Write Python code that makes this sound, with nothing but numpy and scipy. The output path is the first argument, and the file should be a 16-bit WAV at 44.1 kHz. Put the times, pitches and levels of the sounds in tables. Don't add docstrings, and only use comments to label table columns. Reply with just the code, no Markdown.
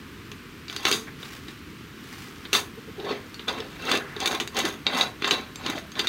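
import sys
import numpy as np
from scipy import signal
from scipy.fft import rfft, irfft, next_fast_len
from scipy.io import wavfile
from scipy.ndimage import uniform_filter1d

SR = 44100
rng = np.random.default_rng(int(sys.argv[2]) if len(sys.argv) > 2 else 0)


def log_audio(samples):
    frames = np.atleast_2d(samples).T
    limited = np.clip(frames, -1, 1)
    pcm = np.round(limited * 32767).astype(np.int16)
    wavfile.write(sys.argv[1], SR, pcm)


N = 268249
TIME = np.arange(N) / SR

# (time [s], force [dB], treble [dB], chatter t60 [s], relative ring [dB], pitch the spot favours [Hz])
CLINKS = [ (.3163, -35.5, 0, 0.042, -22, 3700), (.681, -40, -5, .02, 7.5, 1315),
          (.698, -30.5, -4, 0.01, -17, 3560), (.727, -36, 1, 0.023, -7, 5970),
          (.7632, -27.5, 6.5, 0.019, -5.5, 4560), (.8525, -16, 0, 0.053, -11.5, 4240),
          (.866, -22.5, -9, 0.098, -11, 2780), (.914, -18.5, 9, 0.018, -11, 4600),
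          (.925, -22, 7, 0.25, -2.5, 3676), (1.2295, -35, -12, 0.039, -13, 3800),
          (1.254, -40, -14, 0.017, -13, 2860), (1.332, -41.5, 1, 0.013, -15, 3700),
          (1.4823, -36.5, -8, 0.056, -21, 3720), (2.4531, -35, -25, 0.071, -18, 3740),
          (2.5303, -18, 5.5, 0.12, -5, 2833), (2.539, -22, 1, 0.059, -4, 2823),
          (2.549, -19.5, -2, 0.2, 0, 3550), (2.9994, -38, -17, 0.039, -12, 3800),
          (3.047, -40, -11, .04, -16, 3897), (3.11, -40, -12, 0.019, -27, 3800),
          (3.3435, -38, 4, 0.035, -6, 4485), (3.3938, -35, -18, 0.13, -23, 3920),
          (3.4821, -31, -7, 0.082, 3.5, 3600), (3.586, -44, 3, .03, -16, 3700),
          (3.603, -30.5, -7, 0.027, -24, 3730), (3.915, -19.5, 1, 0.029, 0, 3476),
          (3.974, -26, 2, 0.018, -16, 3980), (4.1642, -32, -10, 0.028, -49, 3670),
          (4.203, -29.5, 4.5, 0.02, -1, 8690), (4.2579, -20.5, 4.5, 0.062, -9, 3560),
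          (4.274, -24, 10, 0.054, -6.5, 3820), (4.3187, -32, 8, .02, -7, 6400),
          (4.3486, -30.5, 4, .028, -8, 3897), (4.400, -23, -1.5, 0.13, -20, 3560),
          (4.4751, -31.5, 7.5, .021, -4.5, 6320), (4.5676, -26, 2, 0.071, -8, 6460),
          (4.588, -25.5, 9, 0.046, -3, 6440), (4.602, -24, -7, 0.025, -5.5, 3790),
          (4.6521, -24, 2.5, 0.045, -16, 6370), (4.74, -39.5, 0, 0.029, -12, 6440),
          (4.8665, -18.5, -15, 0.029, -2.5, 3800), (5.0103, -18, -9, 0.028, -1.5, 3820),
          (5.2217, -23.5, -11, 0.019, -12, 3580), (5.2441, -18, -26, 0.013, -8.5, 3640),
          (5.276, -38.5, 14, .039, 9, 7540), (5.3087, -16, -3.5, 0.11, -4, 3940),
          (5.5577, -35, 7, 0.011, -4.5, 7400), (5.6627, -23.5, -5, 0.047, -8, 3320),
          (5.699, -28.5, 5, 0.057, -13, 6400), (5.7786, -32, -16, .035, -17, 3320),
          (5.9182, -41, 3, .02, 0, 6400), (5.954, -36, -16, .025, -19, 3930),
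          (5.9926, -18, -6, 0.049, 0.5, 3480), (6.071, -25, 3, 0.048, 4.5, 3760)]
# (time of full pressure [s], hold [s], pressure [dB], rise [s], fall [s], treble [dB], bass [dB])
STROKES = [ (.70, 0.1, -43.5, 0.015, 0.038, 7, -10), (0.854, .045, -28.5, .05, 0.08, 5, -7.5),
           (2.535, 0.042, -29, 0.012, .06, 13.5, -3.5), (3.097, 0.019, -33, 0.12, 0.1, -7, 9),
           (3.482, .012, -28, 0.0085, 0.084, -3, 6.5), (3.576, 0.033, -41, .04, 0.14, -11, 8),
           (3.915, 0.037, -23.5, 0.11, 0.061, -0.5, 3.5), (4.216, 0.14, -30, 0.042, .05, 0, 0.5),
           (4.569, 0.026, -26.5, 0.036, 0.1, 1, -0.5), (4.651, .018, -32, 0.0086, 0.087, 4.5, 2),
           (4.866, .04, -35.5, 0.0078, 0.068, -7, 4), (4.953, 0.084, -27.5, 0.053, 0.064, 3, -1),
           (5.251, 0.028, -27, .035, 0.082, -4, -7), (5.315, 0.024, -27.5, 0.016, .1, -3, 2),
           (5.662, 0.041, -30.5, 0.074, 0.051, -6, 0), (5.76, 0.023, -39.5, 0.072, 0.053, 4.5, -9),
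           (5.969, 0.1, -35, 0.027, 0.11, 0.5, -1.5)]
# (frequency [Hz], level [dB], t60 before the grip damps it [s])
POT_MODES = [(430, -39, 0.075), (1170, 9, .07), (1217, 7, 0.037), (1650, -25, 0.11), (2313, 7, 0.21),
             (2766, 13.5, 0.23), (2920, -2, 0.17), (3563, 6.5, 0.098), (3570, 3.5, 0.12), (3730, 7, 0.18),
             (3829, 13.5, 0.027), (3916, -2.5, 0.43), (3875, 1, 0.14), (3960, -26, 0.42),
             (4375, 12.5, 0.41), (4730, 11.5, 0.44), (5530, 4, .14), (6445, 3, 0.11), (6570, -11, .14),
             (7410, -0.5, 0.15), (8300, -13, .12), (8690, -3, 0.032)]
# (frequency [Hz], level [dB])
KNOCK_COLOUR = [(80, -21), (230, -0.5), (400, 11), (560, -13), (1100, 0.5), (2300, -2), (3100, -1.5),
                (3700, 6), (4400, -6), (5500, -12.5), (6400, -3), (7300, -13), (11000, -20.5),
                (16000, -23.5)]
RASP_COLOUR = [(90, -27), (230, 1), (330, 5), (410, 2), (550, -2), (1100, 1), (2000, -2.5), (3000, -5),
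               (3750, 1), (4400, -7.5), (5500, -23), (6450, -16.5), (7200, -27), (16000, -34.5)]
# (time [s], bass [dB])
TIGHTNESS = [(3.0, -28), (4.0, -7), (5.0, 2.5)]
# (frequency [Hz], level [dB])
GRIT_COLOUR = [(1500, -18), (3600, 7.5), (5600, 2), (6450, -3), (7100, -7), (9000, -8), (16000, -8.5)]
# (time [s], length [s], pitch [Hz], level [dB])
SQUEAKS = [(2.763, 0.04, 403, -44), (2.871, 0.036, 447, -44.5), (2.977, 0.043, 398, -34.5),
           (3.025, 0.05, 387, -35.5), (3.106, 0.013, 419, -33), (3.585, 0.032, 446, -38.5),
           (3.921, 0.039, 395, -31), (3.986, 0.049, 1700, -40), (4.64, 0.02, 362, -27),
           (5.689, 0.024, 311, -34.5), (5.747, 0.016, 280, -35.5), (5.756, .04, 669, -40)]
# (middle [s], length [s], level [dB])
BRUSHES = [(1.25, 0.066, -44.5), (1.35, 0.054, -46), (1.48, 0.098, -53), (2.19, 0.21, -45.5),
           (2.46, 0.092, -53.5), (3.75, 0.74, -58)]
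REGRIPS = [(1.083, 0.019, -38.5), (4.11, 0.27, -44)]
# (frequency [Hz], level [dB])
SKIN_COLOUR = [(500, -8.5), (1200, 3), (3000, 0), (5000, -3.5), (8000, -10.5), (11000, -15.5), (16000, -14)]
# (time [s], level [dB])
LANDINGS = [(0.853, -39.5), (0.9131, -32), (2.5293, -40.5), (3.9168, -39.5), (5.3084, -57)]
# (frequency [Hz], level [dB], t60 [s])
TABLE_MODES = [(139.3, -8, 1), (206.4, -7, 0.91), (233, -5, 0.64), (299.4, -12.5, 1), (401, -7, 0.19),
               (441, -2.5, 0.76)]
# (frequency [Hz], t60 [s])
TAIL_DECAY = [(200, 0.12), (530, 0.38), (1400, 0.24), (3700, 0.089), (10000, 0.27)]
# (frequency [Hz], level [dB])
AIR_COLOUR = [(12, -46), (26, -14), (45, -5.5), (70, -0.5), (140, 0.5), (290, 0.5), (450, -8), (570, -21),
              (760, -24), (1100, -11.5), (1600, -11.5), (3000, -15.5), (7000, -29), (16000, -37.5)]


def clinks(spot_width=0.03, elsewhere_db=-13, held=0.24, free=0.73, crack_s=0.0015, rim_t60=0.03):
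    t, out = np.arange(SR // 3) / SR, np.zeros(N)
    rise = 1 - np.exp(-t / 0.00045)
    crack = gain_of(-1) * np.exp(-(t / crack_s) ** 4)
    for s, db, treble_db, t60, ring_db, spot_hz in CLINKS + burrs():
        fade = rise * (gain_of(-60 * t / t60) + crack)
        fade /= np.sqrt(np.mean(fade[:SR // 200] ** 2))
        contact = colour(fade * rng.choice([-1., 1.], len(t)), KNOCK_COLOUR)
        contact /= np.linalg.norm(contact)
        rim_hz = 3400 * np.exp(0.2564 * np.clip(rng.standard_normal((5, 1)), -2, 2))
        rim = np.sin(2 * np.pi * (rim_hz * t + rng.random(rim_hz.shape))).sum(0)
        rim *= rise * gain_of(-60 * t / rim_t60)
        contact += gain_of(-5) * rim / np.linalg.norm(rim)
        contact *= np.linalg.norm(fade) / np.linalg.norm(contact)
        favour = np.exp(-(np.log(np.transpose(POT_MODES)[0] / spot_hz) / spot_width) ** 2)
        modes = pot_modes(freedom=held + (free - held) * favour)
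        ringing = gain_of(ring_db - 5) * rise * ((gain_of(elsewhere_db) + favour) @ modes)
        thud_db = -6.5 - 0.5 * ring_db
        add(out, s, gain_of(db) * (tone(contact, treble_db, thud_db) + ringing))
    return out


def pot_modes(freedom):
    t = np.arange(SR // 3) / SR
    hz, db, t60 = np.transpose(POT_MODES)
    cycles = hz[:, None] * t + rng.random((len(hz), 1))
    damped_t60 = np.maximum(t60 * freedom, .03)
    return gain_of(db[:, None] - 60 * t / damped_t60[:, None]) * np.sin(2 * np.pi * cycles)


def burrs(per_stroke=2, spread_db=3.5, chatter_t60=0.06, ring_db=-8.5, spot_hz=3615):
    rows = []
    for start, hold, pressure_db, _, _, treble_db, _ in STROKES:
        for when, size in rng.random((per_stroke, 2)):
            force_db = pressure_db - 5 + spread_db * (2 * size - 1)
            rows.append((start + when * hold, force_db, treble_db, chatter_t60, ring_db, spot_hz))
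    return rows


def threads(slips_per_s=4500, spread_db=2.5, clump_db=1.7, ring_db=-13):
    size = gain_of(spread_db * np.minimum(rng.exponential(1, N), 4)) * rng.choice([-1, 1], N)
    slipping = rng.random(N) < slips_per_s / SR
    slips = unit_rms(size * slipping * gain_of(clump_db * wander(rate_hz=90)))
    presses = np.array([pressure(*row[:5]) for row in STROKES])
    force = presses.sum(0)
    drive = shifting_grip(bouncing(slips, t60=0.018)) * force
    ring = pot_modes(freedom=0.21).sum(0)
    ringing = signal.fftconvolve(drive, ring / np.linalg.norm(ring))[:N]
    body = colour(drive, RASP_COLOUR) + gain_of(ring_db) * ringing
    deepening_db = np.interp(TIME, *np.transpose(TIGHTNESS))
    body = tone(body, 0, deepening_db, bass_hz=270)
    treble_db, bass_db = np.transpose(STROKES)[5:] @ presses / force
    return gain_of(0.5) * tone(body + force * grit(), treble_db, bass_db)


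def pressure(start, hold, db, rise, fall, range_db=19):
    before = np.maximum((start - TIME) / rise, 0)
    after = np.maximum((TIME - start - hold) / fall, 0)
    return gain_of(db - np.minimum(range_db * (before + after), 120))


def bouncing(x, t60):
    t = np.arange(SR // 20) / SR
    spectrum = rfft(rng.standard_normal(len(t)) * gain_of(-60 * t / t60))
    paths = irfft(spectrum / np.sqrt(uniform_filter1d(abs(spectrum) ** 2, size=15)))
    return signal.fftconvolve(x, paths)[:len(x)]


def shifting_grip(x, depth_db=3.5, span_frames=9, span_bins=4):
    spectra = signal.stft(x, nperseg=512, noverlap=384)[2]
    patches = uniform_filter1d(rng.standard_normal(spectra.shape), span_bins, axis=0)
    patches = uniform_filter1d(patches, span_frames, axis=1)
    gain = unit_rms(gain_of(depth_db * np.clip(unit_rms(patches), -2, 2)))
    return signal.istft(spectra * gain, nperseg=512, noverlap=384)[1][:len(x)]


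def grit(grains_per_s=60, spread_db=4, ring_hz=6470, ring_t60=0.016):
    size = gain_of(spread_db * np.minimum(rng.exponential(1, N), 3))
    grains = size * (rng.random(N) < grains_per_s / SR)
    ticks = unit_rms(colour(bouncing(grains, t60=0.017), GRIT_COLOUR))
    t = np.arange(SR // 10) / SR
    collar = np.sin(2 * np.pi * ring_hz * t) * gain_of(-60 * t / ring_t60)
    ringing = unit_rms(signal.fftconvolve(grains, collar)[:N])
    return gain_of(-19) * (ticks + gain_of(-4) * ringing)


def squeaks(waver=0.088, overtone_db=-17):
    out, unsteady = np.zeros(N), wander(rate_hz=186)
    for s, length, hz, db in SQUEAKS:
        speed = 1 + waver * unsteady[round(s * SR):][:round(length * SR)]
        phase = 2 * np.pi * np.cumsum(hz * speed) / SR
        wave = np.sin(phase) + gain_of(overtone_db) * np.sin(2 * phase)
        add(out, s, gain_of(db) * unit_rms(np.hanning(len(wave)) ** .5 * wave))
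    return out


def hands(grain_db=3, resting_db=-61.5):
    friction = unit_rms(rng.standard_normal(N) * gain_of(grain_db * wander(rate_hz=200)))
    brushing = colour(friction, SKIN_COLOUR) * (gain_of(resting_db) + swells(BRUSHES))
    return brushing + hiss(hz=1600, width_hz=1300) * swells(REGRIPS)


def table():
    out, t = np.zeros(N), np.arange(SR) / SR
    boom = sum(gain_of(db - 60 * t / t60) * np.sin(2 * np.pi * hz * t) for hz, db, t60 in TABLE_MODES)
    for s, db in LANDINGS:
        add(out, s, gain_of(db) * boom)
    return out


def reflections(x, build_s=0.0012):
    echoes = rng.choice([-1., 1.], SR // 2) * (rng.random(SR // 2) < .15)
    hz, t, spectra = signal.stft(echoes, SR, nperseg=256)
    envelope = gain_of(-60 * t / curve_at(TAIL_DECAY, hz)[:, None]) * (1 - np.exp(-t / build_s))
    tail = signal.istft(spectra * envelope, SR, nperseg=256)[1]
    return signal.fftconvolve(x, tail / np.linalg.norm(tail))[:N]


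def outdoors(air_db=-43, thin_hiss_db=-67):
    air = unit_rms(colour(rng.standard_normal(N + SR), AIR_COLOUR, size=8192)[SR:])
    return gain_of(air_db) * air + gain_of(thin_hiss_db) * hiss(hz=13700, width_hz=600)


def gain_of(db):
    return 10 ** (np.asarray(db) / 20)


def unit_rms(x):
    return x / np.sqrt(np.mean(x ** 2) + 1e-20)


def curve_at(points, hz):
    point_hz, value = np.transpose(points)
    return np.interp(np.log(hz + 1), np.log(point_hz + 1), value)


def add(mix, s, sound):
    part = mix[round(s * SR):][:len(sound)]
    part += sound[:len(part)]


def swells(rows):
    return sum(gain_of(db) * np.exp(-np.minimum(2 * ((TIME - s) / length) ** 2, 20))
               for s, length, db in rows)


def colour(x, points, size=2048):
    cepstrum = irfft(np.log(gain_of(curve_at(points, np.fft.rfftfreq(size, 1 / SR)))))
    cepstrum[1:size // 2] *= 2
    cepstrum[size // 2 + 1:] = 0
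    taps = irfft(np.exp(rfft(cepstrum)))
    return signal.fftconvolve(x, taps / np.linalg.norm(taps))[:len(x)]


def tone(x, treble_db, bass_db, treble_hz=5300, bass_hz=600):
    size = next_fast_len(len(x) + SR // 10, True)
    hz, spectrum = np.fft.rfftfreq(size, 1 / SR), rfft(x, size)
    high = irfft(spectrum / (1 + (treble_hz / (hz + 1)) ** 8), size)[:len(x)]
    low = irfft(spectrum / (1 + (hz / bass_hz) ** 4), size)[:len(x)]
    return x + (gain_of(treble_db) - 1) * high + (gain_of(bass_db) - 1) * low


def shaped_noise(response):
    size = next_fast_len(N, True)
    spectrum = rfft(rng.standard_normal(size)) * response(np.fft.rfftfreq(size, 1 / SR))
    return unit_rms(irfft(spectrum, size)[:N])


def wander(rate_hz):
    return shaped_noise(lambda f: np.exp(-(f / rate_hz) ** 2))


def hiss(hz, width_hz):
    return shaped_noise(lambda f: 1 / (1 + (2 * (f - hz) / width_hz) ** 2))


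def scene(wet_db=-7, side_db=-28):
    knocks = clinks()
    pot = knocks + threads() + hands() + squeaks()
    mid = pot + gain_of(wet_db) * reflections(pot) + table() + outdoors()
    treble_only = signal.butter(2, 2400, "high", fs=SR, output="sos")
    side = gain_of(side_db) * signal.sosfilt(treble_only, reflections(knocks))
    return np.array([mid + side, mid - side])


def record(dry, low_cut_hz=33, band_limit_hz=15950):
    low_cut = signal.butter(3, low_cut_hz, "high", fs=SR, output="sos")
    band_limit = signal.firwin(511, band_limit_hz, window=("kaiser", 8), fs=SR)
    return signal.oaconvolve(signal.sosfilt(low_cut, dry), band_limit[None], "same")


dry = scene()
out = record(dry)
log_audio(out)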